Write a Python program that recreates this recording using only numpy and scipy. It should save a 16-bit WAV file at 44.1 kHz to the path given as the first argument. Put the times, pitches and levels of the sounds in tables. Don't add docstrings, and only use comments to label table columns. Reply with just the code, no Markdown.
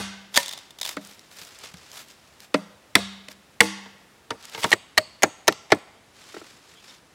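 import sys
import numpy as np
from scipy import signal
from scipy.io import wavfile
from scipy.ndimage import uniform_filter1d

SR = 44100
rng = np.random.default_rng(int(sys.argv[2]) if len(sys.argv) > 2 else 0)


def decibels_to_gain(level_db):
    exponent = np.asarray(level_db, float) / 20
    return 10 ** exponent


def output_pcm(signal):
    pcm = np.clip(np.atleast_2d(signal).T, -1, 1) * 32767
    wavfile.write(sys.argv[1], SR, np.round(pcm).astype(np.int16))


N = 314874

CHANGE_S = 4.714
POLE_THROUGH_S, PIECE_THROUGH_S = 3.5, 5.1

# start in seconds, peak in dB, bite in ms, and the
# hollow ring and wall ring in Hz that the struck spot favours.
CHOPS = [
    (-.04, 8.5, 4.5, 600, 1800),
    (2.953, 7.5, 4.56, 251.6, 3500),
    (3.605, 6, 4.8, 466, 1874),
]
# start in seconds, peak in dB, thud in dB, favoured hollow ring in Hz, favoured wall
# ring in Hz.
BUMPS = [
    (.967, -23, -28, 242, 3500),
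    (2.542, -11.5, -14.5, 370, 2055),
    (3.284, -24, -47.5, 652, 2780),
    (3.858, -43, -40, 130, 1000),
    (4.305, -16, -21, 460, 1846),
    (4.548, -20.5, -32, 450, 1300),
    (4.577, -25, -31, 450, 1300),
    (4.641, -8, -14, 630, 2770),
]
# start in seconds, peak in dB, bite in ms,
# favoured hollow ring in Hz, favoured wall ring in Hz.
TRIMS = [
    (4.728, -.5, 9.5, 380, 3576),
    (4.9767, 0, 9.5, 622, 4450),
    (5.232, 0.5, 5.4, 802, 6400),
    (5.4788, 2.5, 6.2, 481.5, 5460),
    (5.7197, -2.5, 2.52, 417, 2435),
]
# start in seconds, peak in dB, thud in dB,
# favoured hollow ring in Hz, favoured wall ring in Hz.
TAPS = [
    (5.524, -17.5, -62, 620, 3940),
    (6.34, -51, -39.5, 362, 1290),
    (6.363, -49, -36.5, 405, 1300),
    (6.412, -50.5, -43, 340, 1620),
]
# start in seconds, peak in dB, graze in ms.
GRAZES = [(4.625, -21.5, 5), (4.631, -10.5, 11), (4.717, -6.5, 8.5), (4.972, -25, 2.8), (5.222, -13.5, 13),
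          (5.472, -18.5, 5), (5.703, -26, 12)]
GRAZE_LEAD_S = .022
CHOP_THUD_DB, CHOP_ECHO_DB, BUMP_ECHO_DB = -5.5, -35, -37.5
TRIM_THUD_DB, TRIM_ECHO_DB, TAP_ECHO_DB = 0, -44, -38
BUMP_MS = 3.3
THUD_LOSS_DB_PER_MS = 2.24
FULL_BITE_MS = 8.9

# pitch in Hz, width in Hz, level in dB.
POLE_WALL = [(1000, 200, -5), (1270, 120, -13), (2030, 430, -2), (2257, 99, 2.5), (2750, 750, -7.5),
             (3596, 300, 3), (4530, 440, -4.5), (5040, 83, -3), (5580, 270, -8.5), (7100, 250, -4.5),
             (7850, 1200, -10), (10800, 600, -31.5)]
PIECE_WALL = [(804, 450, 0.5), (1350, 420, 3), (1780, 370, 3.5), (2435, 220, -8.5), (2670, 70, -6.5),
              (3060, 590, 2), (4140, 405, -4), (4450, 160, -1), (5460, 750, -13.5), (6680, 160, -6),
              (7020, 55, -9.5), (7910, 380, -4.5), (9130, 110, -15.5), (13000, 900, -16)]
# pitch in Hz, level in dB,
# time to die by 60 dB in seconds.
POLE_CUT = [(76.1, -36, 0.62), (107, -33.5, 0.44), (196.8, -22, .8), (303, -1, 0.021), (676, -10, 0.035),
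            (2074, 8, 0.0195)]
POLE_LOOSE = [(174, -18, 0.33), (202, -18, .45), (284.2, -3.5, .11), (491, 6.5, 0.023), (616, -4.5, 0.12),
              (1040, -3.5, .03)]
PIECE = [(106, -14, 0.12), (300, -21.5, .036), (366.5, -2, 0.023), (622, -10.5, 0.098), (800, -4, 0.01),
         (1200, 5.5, 0.021), (1886, 21.5, 0.029)]
POLE_PARTING = [(100.7, -30, 0.37), (198, -17.5, 0.72), (317, -16, .4), (441, -20, 0.079),
                (474, -11.5, 0.18), (872, -11, 0.18), (1940, 12, 0.016)]
POLE_STUB = [(104, -18, 0.1), (207, -26, 0.27), (451, -14, 0.11), (630, -15.5, 0.065), (936, 0, 0.06)]
PIECE_DOWN = [(97.6, -29, 0.19), (301.6, -6.5, 0.1), (340, -2.5, 0.058), (421.7, 2.5, 0.0372),
              (638, 3.5, .036), (810, 1, 0.026), (967, -4.5, .016), (1350, 2, 0.031)]
# low edge in Hz, high edge in Hz, time to die in seconds, level in dB.
LOG = [(140, 860, 0.12, -7.5), (540, 2240, 0.042, 5.5), (1400, 4300, .04, -5)]
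CHOP_FAVOUR = [(4.9, .3), (4.3, 0.26, -1.5), 5.5]
TRIM_FAVOUR = [(15.6, 0.11), (11, .12, -1), 3]
KNOCK_FAVOUR = [(7.6, 0.3), (5, .5, 0), 3.5]

# start in seconds, peak in dB, thud in dB.
CRACK = [(.374, 1, -26.5)]
HEEL = [
    (1.415, -60, -53),
    (1.74, -30.5, -43),
]
# pitch in Hz, level in dB, time to die in seconds.
CRACKED = [(184, -24, .4), (555, 6, 0.076), (965, 4.5, .15), (1800, 15, .063)]
SOIL = [(77.5, -9, 0.51), (178, 7, 0.08)]
CRACK_MS, CRACK_ECHO_DB = 2.1, -35

# start in seconds, peak in dB.
SNAPS = [(0.349, -18.5), (.4027, -28), (.43, -22.5), (0.46, -19), (0.4815, -14), (0.491, -21),
         (0.5262, -24), (.5337, -21), (0.5758, -26), (0.5875, -30.5), (0.799, -28.5), (.8135, -23.5),
         (0.8616, -18.5), (.891, -16)]
RIPS = [(0.3417, -19), (0.3589, -10), (0.3652, -6), (0.51, -25.5), (0.706, -30), (0.786, -27), (0.813, -17),
        (.83, -16), (0.8427, -24), (0.8498, -16.5), (0.874, -22)]
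SNAP_MS, RIP_MS = 2.8, 8
# pitch in Hz, width in Hz, level in dB.
SPLIT_BODY = [(600, 196, -2), (1000, 190, 1), (1800, 180, 0.5), (3580, 160, 11), (5100, 160, 6),
              (6400, 580, 1.5), (10360, 620, -16.5)]

# middle in seconds, half width in seconds, level in dB.
LEAVES = [(0.386, .024, -31), (0.896, 0.028, -38.5), (1.082, 0.059, -50), (1.319, 0.0087, -58.5),
          (1.412, 0.053, -45), (1.981, 0.033, -41), (2.1, 0.023, -52.5), (2.434, 0.022, -51),
          (3.314, 0.012, -48), (4.608, 0.017, -43), (4.681, 0.074, -40.5)]
SLEEVES = [(.45, 0.018, -46), (.55, 0.067, -49.5), (1.23, 0.054, -57.5), (1.55, 0.045, -51),
           (1.653, 0.032, -43.5), (1.83, 0.076, -51), (2.25, 0.12, -59), (3.541, 0.0039, -56.5),
           (4.46, 0.041, -47.5), (4.548, 0.019, -44.5), (6.2, 0.041, -52), (6.33, 0.054, -47.5),
           (6.5, 0.081, -52), (6.72, 0.054, -54.5), (6.897, 0.054, -49)]
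LEAF_TOP_DB, SLEEVE_TOP_DB = -8, -20.5
# pitch in Hz, level in dB.
LITTER = [(150, -17), (400, -5.5), (1000, -3.5), (2500, -2), (5000, -3), (8000, -9), (12000, -23.5)]
# start in seconds, peak in dB.
TICKS = [(1.049, -31), (1.0722, -31), (1.135, -36.5), (1.1939, -29), (1.3865, -30), (1.416, -30),
         (1.4497, -29), (1.5476, -37), (1.5885, -29.5), (1.6489, -30.5), (1.7377, -38), (1.7705, -36),
         (1.9163, -29), (1.949, -33.5), (2.0846, -38.5), (2.1117, -34), (2.4037, -31), (4.4265, -34.5),
         (4.4536, -23), (4.4775, -57), (4.4971, -30), (4.5494, -49.5), (4.7057, -19.5), (5.7484, -33.5),
         (5.787, -39.5)]
TICK_LOW_HZ, TICK_SPAN_OCT = 4300, .9
# start in seconds, length in seconds, level in dB, pitch in Hz.
SQUEAKS = [
    (5.94, .07, -65, 3300),
    (6.737, .094, -55, 3260),
    (6.875, .072, -58.5, 1800),
    (6.874, .05, -52, 3700),
    (6.862, .058, -50.5, 5350),
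]

# pitch in Hz, level in dB.
HUSH = [(22, -10), (40, -3), (75, 7), (180, 7.5), (600, 4), (1500, 1), (3400, -4), (8000, -9.5),
        (12000, -16), (15500, -25.5)]
HUSH_DB = -56.5
LEAF_HISS_DB = -72.5, -98
# pitch in Hz, time to die in seconds.
ECHO_T60 = [(200, 0.44), (600, 1), (2000, 0.84), (5500, 0.71), (12000, 0.2)]
# pitch in Hz, level in dB.
ECHO_COLOUR = [(200, -14), (800, -1), (3000, -0.5), (12000, 9)]
EDGES = 22 * 2 ** np.arange(0, 9.6, .5)


def at_hz(points, hz):
    points = np.array(points)
    return np.interp(np.log(hz), np.log(points[:, 0]), points[:, 1])


def unit(x):
    return x / np.sqrt(np.mean(x ** 2) + 1e-20)


def add(out, x, s):
    i = round(s * SR)
    x = x[max(-i, 0):len(out) - i]
    out[max(i, 0):max(i, 0) + len(x)] += x


def band_pass(x, low, high, order=2):
    return signal.sosfilt(signal.butter(order, [low, high], "band", fs=SR, output="sos"), x)


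def bands(white, gain):
    out = 0
    for k, (low, high) in enumerate(zip(EDGES, EDGES[1:])):
        out = out + gain(low * 2 ** .25) * band_pass(white[k % 2], low, high)
    return out


def resonate(x, peaks, spread):
    out = 0
    for k, (hz, width, db) in enumerate(peaks):
        r = np.exp(-np.pi * width * spread / SR)
        b = (1 - r * r) / 2 * np.array([1, 0, -1])
        a = [1, -2 * r * np.cos(2 * np.pi * hz / SR), r * r]
        out = out + (-1) ** k * decibels_to_gain(db) * signal.lfilter(b, a, x + 1e-18)
    return out


def grit(size, spread_db):
    return decibels_to_gain(spread_db * np.minimum(rng.exponential(1, size), 4)) * rng.standard_normal(size)


def burst(ms, fade_ms):
    t = np.arange(2000) / SR * 1000
    onset = np.minimum(t / .3, 1)
    slowing = decibels_to_gain(-7 * np.minimum(t / ms, 1))
    fade = np.exp(-np.maximum(t - ms, 0) / fade_ms)
    tear = grit(size=len(t), spread_db=6.5) * onset * slowing * fade
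    tear[8] += 5.0
    return tear


def forest():
    t = np.arange(SR) / SR
    dying = lambda hz: decibels_to_gain(at_hz(ECHO_COLOUR, hz) - 60 * t / at_hz(ECHO_T60, hz))
    tail = bands(rng.standard_normal((2, SR)), dying) * (1 - np.exp(-t / 0.0052))
    return tail / np.sqrt(np.sum(tail ** 2)) * 10


def log_knock(t):
    t = t[:SR // 4]
    noise = rng.standard_normal(len(t))
    out = 0
    for low, high, t60, db in LOG:
        out = out + decibels_to_gain(db - 60 * t / t60) * unit(band_pass(noise, low, high, order=3))
    return out


def favour(rows, column, hz, lift_db, octaves, above_db=0):
    rows = np.array(rows, float)
    away = np.log2(rows[:, 0] / hz)
    rows[:, column] += lift_db * np.exp(-.5 * (away / octaves) ** 2) + above_db * np.maximum(away, 0)
    return rows


def body(wall, hollow, hollow_hz, wall_hz, rule, share=1):
    (lift_db, octaves), wall_rule, reach = rule
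    wall = favour(wall, 2, wall_hz, *wall_rule)
    hollow = favour(hollow, 1, hollow_hz, share * lift_db, octaves)
    return wall, hollow, min(reach * wall_hz, 15000)


def blow(bites, wall, hollow, thud_db, echo_db, echo, top_hz):
    near, around, t = np.zeros(SR), np.zeros(SR // 8), np.arange(SR) / SR
    for s, db, ms in bites:
        tear = burst(ms, fade_ms=0.83)
        bite = resonate(tear, wall, spread=1.13)
        bite = bite + decibels_to_gain(-6.0) * signal.lfilter([.5], [1, -.45], tear)
        bite = band_pass(bite, 250, top_hz)
        bite = decibels_to_gain(db) * bite / np.abs(bite).max()
        add(near, bite, s - bites[0][0])
        click = signal.unit_impulse(len(tear))
        blurred = resonate(click, wall, spread=2.0) + decibels_to_gain(-29.0) * click
        add(around, unit(blurred) * np.std(bite), s - bites[0][0])
    main_s = s - bites[0][0]
    rings = []
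    for k, (hz, db, t60) in enumerate(hollow):
        rings.append((-1) ** k * decibels_to_gain(db - 60 * t / t60) * np.sin(2 * np.pi * hz * t))
    rings = np.array(rings)
    stiff = np.array(hollow)[:, 0] > 1500
    knock = decibels_to_gain(thud_db) * (stiff @ rings) * (1 - np.exp(-t / 0.00075))
    add(near, knock, main_s)
    thud = ~stiff @ rings
    add(thud, log_knock(t), 0)
    thud = decibels_to_gain(thud_db) * thud * (1 - np.exp(-t / 0.0015))
    add(near, thud, main_s + 0.631 * ms / 1000)
    add(around, decibels_to_gain(-1.5) * thud, 0)
    return near + decibels_to_gain(echo_db) * signal.fftconvolve(around, echo)[:SR]


def strike(out, s, db, ms, wall, hollow, top_hz, thud_db, echo_db, echo):
    bites = [graze for graze in GRAZES if 0 < s - graze[0] < GRAZE_LEAD_S] + [(s, db, ms)]
    add(out, blow(bites, wall, hollow, thud_db, echo_db, echo, top_hz), bites[0][0])


def cut(out, rows, wall, hollows, through_s, rule, base_thud_db, echo_db, echo):
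    for s, db, ms, *spots in rows:
        thud_db = db + base_thud_db - THUD_LOSS_DB_PER_MS * ms
        struck = body(wall, hollows[s > through_s], *spots, rule, ms / FULL_BITE_MS)
        strike(out, s, db, ms, *struck, thud_db, echo_db, echo)


def bump(out, rows, wall, hollows, through_s, echo_db, echo):
    for s, db, thud_db, *spots in rows:
        struck = body(wall, hollows[s > through_s], *spots, KNOCK_FAVOUR)
        strike(out, s, db, BUMP_MS, *struck, thud_db, echo_db, echo)


def chopping(echo):
    before, after = np.zeros(round(CHANGE_S * SR)), np.zeros(N)
    held, loose, piece = (POLE_CUT, POLE_PARTING), (POLE_LOOSE, POLE_STUB), (PIECE, PIECE_DOWN)
    cut(before, CHOPS, POLE_WALL, held, POLE_THROUGH_S, CHOP_FAVOUR, CHOP_THUD_DB, CHOP_ECHO_DB, echo)
    bump(before, BUMPS, POLE_WALL, loose, POLE_THROUGH_S, BUMP_ECHO_DB, echo)
    cut(after, TRIMS, PIECE_WALL, piece, PIECE_THROUGH_S, TRIM_FAVOUR, TRIM_THUD_DB, TRIM_ECHO_DB, echo)
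    bump(after, TAPS, PIECE_WALL, piece, PIECE_THROUGH_S, TAP_ECHO_DB, echo)
    for rows, rings in ((CRACK, CRACKED), (HEEL, SOIL)):
        for s, db, thud_db in rows:
            strike(before, s, db, CRACK_MS, POLE_WALL, rings, 12000, thud_db, CRACK_ECHO_DB, echo)
    add(after, before, 0)
    return after


def hush():
    smooth = unit(bands(rng.standard_normal((2, N)), lambda hz: decibels_to_gain(at_hz(HUSH, hz))))
    high = signal.butter(2, 9000, "high", fs=SR, output="sos")
    canopy = unit(signal.sosfilt(high, rng.standard_normal(N)))
    hiss_db = np.where(np.arange(N) < CHANGE_S * SR, *LEAF_HISS_DB)
    return decibels_to_gain(HUSH_DB) * smooth + decibels_to_gain(hiss_db) * canopy


def splitting(echo):
    out = np.zeros(N)
    for rows, ms in ((SNAPS, SNAP_MS), (RIPS, RIP_MS)):
        for s, db in rows:
            tear = burst(.7 * ms, fade_ms=2.2)
            tear = tear + decibels_to_gain(-18) * burst(ms, fade_ms=10.5)
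            snap = resonate(tear, SPLIT_BODY, spread=2.4)
            snap = snap + decibels_to_gain(-17.0) * np.diff(tear, prepend=0)
            add(out, decibels_to_gain(db) * snap / np.abs(snap).max(), s)
    add(out, decibels_to_gain(-38) * signal.fftconvolve(out[:SR], echo), 0)
    return out


def rustle():
    t, level, bright = np.arange(N) / SR, 0, 0
    clumps = decibels_to_gain(2.2 * unit(uniform_filter1d(rng.standard_normal(N), size=300)))
    litter = grit(size=(2, N), spread_db=2.0) * clumps
    litter = unit(bands(litter, lambda hz: decibels_to_gain(at_hz(LITTER, hz))))
    crisp = unit(band_pass(grit(size=N, spread_db=5.5) * clumps, 6500, 15000))
    for rows, top_db in ((LEAVES, LEAF_TOP_DB), (SLEEVES, SLEEVE_TOP_DB)):
        for s, width, db in rows:
            same_place = (t < CHANGE_S) == (s < CHANGE_S)
            swell = decibels_to_gain(db) * np.exp(-.5 * ((t - s) / width) ** 2) * same_place
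            level = level + swell
            bright = bright + decibels_to_gain(top_db) * swell
    return level * litter + bright * crisp


def ticks():
    out = np.zeros(N)
    for s, db in TICKS:
        hz = TICK_LOW_HZ * 2 ** (TICK_SPAN_OCT * rng.random() ** 2)
        crack = resonate(burst(ms=0.64, fade_ms=1.0), [(hz, hz, 0)], spread=0.74)
        add(out, decibels_to_gain(db) * crack / np.abs(crack).max(), s)
    return out


def squeaks():
    out = np.zeros(N)
    for s, length, db, hz in SQUEAKS:
        tone = rng.standard_normal(round(length * SR))
        for _ in range(2):
            tone = resonate(tone, [(hz, 380, 0)], spread=1)
        add(out, decibels_to_gain(db) * unit(tone) * np.hanning(len(tone)), s)
    return out


def scene():
    echo = forest()
    mix = chopping(echo) + hush() + splitting(echo) + rustle() + ticks() + squeaks()
    return mix[None]


def top_cut(x):
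    return signal.sosfilt(signal.butter(12, 15820, fs=SR, output="sos"), x)


def record(dry):
    return top_cut(np.clip(dry, -1, 1))


dry = scene()
out = record(dry)
output_pcm(out)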